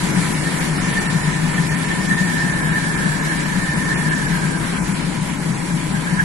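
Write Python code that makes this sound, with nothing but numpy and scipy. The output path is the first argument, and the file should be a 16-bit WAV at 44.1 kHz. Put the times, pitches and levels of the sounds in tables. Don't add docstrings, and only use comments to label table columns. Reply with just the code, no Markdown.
import sys
import numpy as np
from scipy import signal
from scipy.fft import rfft, irfft, next_fast_len
from scipy.io import wavfile
from scipy.ndimage import uniform_filter1d

SR = 44100
rng = np.random.default_rng(int(sys.argv[2]) if len(sys.argv) > 2 else 0)


def rack_gain(trim_db):
    fader = np.asarray(trim_db, float)
    return 10 ** (fader / 20)


def unload_wav(signal):
    wavfile.write(
        sys.argv[1],
        SR,
        np.round(np.clip(np.atleast_2d(signal).T, -1, 1) * 32767).astype(np.int16),
    )


N = 275165

FRAME, HOP = 1024, 256
FRAME_S = np.arange(N // HOP + 5) * HOP / SR
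BIN_HZ = np.fft.rfftfreq(FRAME, 1 / SR)


def boom():
    # [f/Hz, width/Hz, left/dB, right/dB, right lead/rad]
    hollow_modes = [(48, 34, -15, -20.5, 0.1), (96, 26, -16.5, -23.5, 0.1), (154.3, 23, 0, -6, 0.12),
                    (184.6, 37.9, -2, -10, 0.21), (256.4, 85, -8, -20.5, 0.58),
                    (331.3, 74, -12.5, -29, 1.4), (416, 46, -28, -38.5, 4.2), (588, 88, -31, -25.5, 0.43),
                    (832, 66, -23.5, -24, 0.28), (926, 55, -20, -24, 0.34), (996.4, 45, -18.5, -19, 0.25)]
    # [t/s, boom/dB]
    buffets = [(.035, -24), (.18, -15.5), (.71, -22), (.86, -21.5), (1.15, -16.5), (1.3, -16.5),
               (1.45, -16.5), (1.6, -16.5), (1.74, -19), (1.98, -24), (2.11, -18), (2.24, -16),
               (2.46, -20.5), (2.69, -18), (3.08, -18.5), (3.58, -19.5), (3.8, -21), (3.97, -22),
               (4.07, -19.5), (4.33, -17.5), (4.47, -19), (4.8, -22.5), (4.92, -20), (5.08, -22.5),
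               (5.22, -23), (5.5, -18), (5.75, -18), (5.95, -17.5), (6.14, -17), (6.22, -20)]
    gust_s, gust_db = np.transpose(buffets)
    calm_power = rack_gain(2 * (rush_db(share=0.37) + 12))
    power = calm_power + swells(gust_s, rack_gain(2 * gust_db), half_s=0.03)

    drive = rng.standard_normal(N)
    deep = evened(through_modes(drive, hollow_modes[:2])) * rack_gain(-34.5)
    low = steadied(through_modes(drive, hollow_modes[2:4]), span_s=0.06) * np.sqrt(power)
    upper = evened(through_modes(drive, hollow_modes[4:])) * rack_gain(rush_db(share=0.37) + 7.5)
    return deep + low + upper


def whistle():
    # [f/Hz, width/Hz, left/dB, right/dB, right lead/rad]
    ringing_modes = [(1410, 45, -6, -14, -1.5), (1475, 30, -8, -6, 1.3), (1541, 31, -1, -8, -1.9),
                     (1600, 22, -4.5, -2.5, -.7), (1659, 29, -2, 4, -2.5), (1755, 22, -.5, 1, 2.2),
                     (1779, 50, .5, -2, -.1), (1825, 34, 0, -1, .9), (1860, 41, -9, -10, -.1)]
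    # [t/s, centre f/Hz, level between flares/dB]
    band_drift = [(0, 1740, -39), (.7, 1790, -36), (1, 1800, -27), (1.4, 1770, -33), (2, 1800, -30),
                  (2.3, 1760, -24.5), (2.9, 1680, -25), (3.4, 1714, -28.5), (3.9, 1770, -26),
                  (4.3, 1630, -25.5), (4.75, 1560, -36.5), (5, 1420, -47), (5.5, 1620, -54),
                  (5.9, 1630, -40), (6.15, 1670, -31), (6.24, 1660, -28.5)]
    # [t/s, lift/dB]
    flares = [(.47, 13.5), (.97, 8), (1.34, 5.5), (1.58, 8), (1.72, 5.5), (1.92, 9), (2.119, 12.5),
              (2.2, 6.5), (2.41, 5.5), (2.77, 5.5), (3.06, 5), (3.32, 10), (3.47, 1), (3.71, 5.5),
              (3.92, 5.5), (4.12, 9.5), (4.55, 4.5), (4.78, 11), (5.71, 17), (5.96, 11.5), (6.08, 7),
              (6.2, 13.5)]
    drift_s, centre_hz, band_db = np.transpose(band_drift)
    flare_s, lift_db = np.transpose(flares)

    half_width = 0.057
    off = (BIN_HZ[:, None] / np.interp(FRAME_S, drift_s, centre_hz) - 1) / half_width
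    drive = frames_noise(-4.3 * np.minimum(off ** 2, 14.0))
    gain = rack_gain(along(drift_s, band_db) + swells(flare_s, lift_db, half_s=0.02))
    return steadied(through_modes(drive, ringing_modes), span_s=0.07) * gain


def rush():
    # [f/Hz, density/dB per Hz]
    skin_spectrum = [(50, -26), (200, -3.5), (350, 5), (600, -7), (1200, -4.5), (2150, -5.5), (2700, -11.5),
                     (4000, -12), (6300, -14.5), (7200, -12), (9700, -17.5), (10800, -13.5), (11600, -18),
                     (13200, -26)]
    # [f/Hz, gain/dB]
    right_tilt = [(100, 4), (330, -3), (500, -5), (1100, -2.5), (2150, 4), (2700, 0), (6800, -1.5),
                  (8500, 4), (10000, 6.5), (11000, -3.5)]
    patches = rng.standard_normal((len(FRAME_S), len(BIN_HZ))).T
    patches = uniform_filter1d(patches, 40, axis=0)
    patches = evened(uniform_filter1d(patches, 9, axis=1))
    gusts = evened(uniform_filter1d(rng.standard_normal(len(FRAME_S)), 8))
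    field_db = read(skin_spectrum, BIN_HZ)[:, None] + 1.2 * patches + 0.35 * gusts
    left, right, shared = frames_noise(np.array([field_db] * 3))

    tail_n, decay_s = 3000, 0.05
    decay = rack_gain(-60 * np.arange(tail_n) / SR / decay_s)
    echoes = rng.standard_normal((2, tail_n)) * decay / np.linalg.norm(decay)
    bounced = signal.fftconvolve(shared[None], echoes, axes=1)[:, :N]
    left, right = np.array([left, right]) + rack_gain(-3.5) * bounced

    tilt = rack_gain(read(right_tilt, np.fft.rfftfreq(N, 1 / SR)))
    right = irfft(rfft(right) * tilt, N)
    return evened(np.array([left, right])) * rack_gain(rush_db(share=0.74) + 9.0)


def rush_db(share):
    # [t/s, level/dB]
    airspeed = [
        (0, -31),
        (1.0, -33),
        (1.5, -34),
        (4.1, -34.5),
        (4.4, -35.5),
        (4.8, -35.5),
        (5.2, -38),
        (6.24, -37.5),
    ]
    flow_db = along(*np.transpose(airspeed))
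    return flow_db.mean() + share * (flow_db - flow_db.mean())


def through_modes(drive, modes):
    size = next_fast_len(N)
    hz = np.fft.rfftfreq(size, 1 / SR)
    response = np.zeros((2, len(hz)), complex)
    for k, (mode_hz, width_hz, left_db, right_db, lead_rad) in enumerate(modes):
        peak = (-1) ** k / (1 + 2j * (hz - mode_hz) / width_hz)
        right_gain = rack_gain(right_db) * np.exp(1j * lead_rad)
        response += peak * np.array([[rack_gain(left_db)], [right_gain]])
    return irfft(rfft(drive, size) * response, size)[:, :N]


def frames_noise(gain_db):
    z = rng.standard_normal(gain_db.shape) + 1j * rng.standard_normal(gain_db.shape)
    return signal.istft(z * rack_gain(gain_db), nperseg=FRAME, noverlap=FRAME - HOP)[1][..., :N]


def steadied(x, span_s):
    size = int(span_s * SR)
    power = uniform_filter1d((x ** 2).mean(0), size)
    power = uniform_filter1d(power, size)
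    return x / np.sqrt(abs(power) + 1e-12)


def swells(times_s, heights, half_s):
    t = np.arange(0, N + 64, 64) / SR
    bells = np.exp(-((t - times_s[:, None]) / half_s) ** 2)
    return np.interp(np.arange(N) / SR, t, heights @ bells)


def along(s, values, smooth_s=0.025):
    return uniform_filter1d(np.interp(np.arange(N) / SR, s, values), int(smooth_s * SR))


def read(points, hz):
    f, value = np.transpose(points)
    return np.interp(np.log(hz + 1), np.log(f + 1), value)


def evened(x):
    return x / np.sqrt(np.mean(x ** 2) + 1e-20)


def thinned(x):
    # [f/Hz, threshold/spreads of chance]
    thrift = [(2300, -2.8), (2900, -1.3), (3500, -.8), (4300, -1.2), (5000, -.6), (5500, -1.1), (6100, -.5),
              (6700, -.8), (7100, -1.7), (10500, -1.5), (11000, -.6), (11400, .3), (12100, 1), (13000, 1.9)]
    mid_side = np.array([x[0] + x[1], x[0] - x[1]]) / 2
    hz, _, z = signal.stft(mid_side, SR, nperseg=FRAME, noverlap=FRAME - HOP)
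    _, bins, frames = z.shape

    blocks = (2, bins // 5 + 1, frames // 5 + 1)
    chance = evened(uniform_filter1d(rng.standard_normal(blocks), size=2, axis=2))
    starved = rng.standard_normal(blocks[2])
    kept = evened(chance + 0.4 * starved) > read(thrift, hz[::5])[:, None]
    kept = kept.repeat(5, axis=1).repeat(5, axis=2)[:, :bins, :frames]

    dip_share, dip_db, dip_from_hz = 0.03, -9, 2600
    dips = rng.random((bins // 60 + 1, frames // 3 + 1)) < dip_share
    dips = dips.repeat(60, axis=0).repeat(3, axis=1)[:bins, :frames]
    dips = dips * (hz[:, None] > dip_from_hz)

    z = z * kept * rack_gain(dip_db * dips)
    mid, side = signal.istft(z, SR, nperseg=FRAME, noverlap=FRAME - HOP)[1][:, :N]
    return np.array([mid + side, mid - side])


def scene():
    return boom() + whistle() + rush()


def top_cut(x):
    return signal.sosfilt(signal.butter(12, 13120, fs=SR, output="sos"), x)


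def record(dry):
    mix = thinned(dry)
    return top_cut(mix)


dry = scene()
out = record(dry)
unload_wav(out)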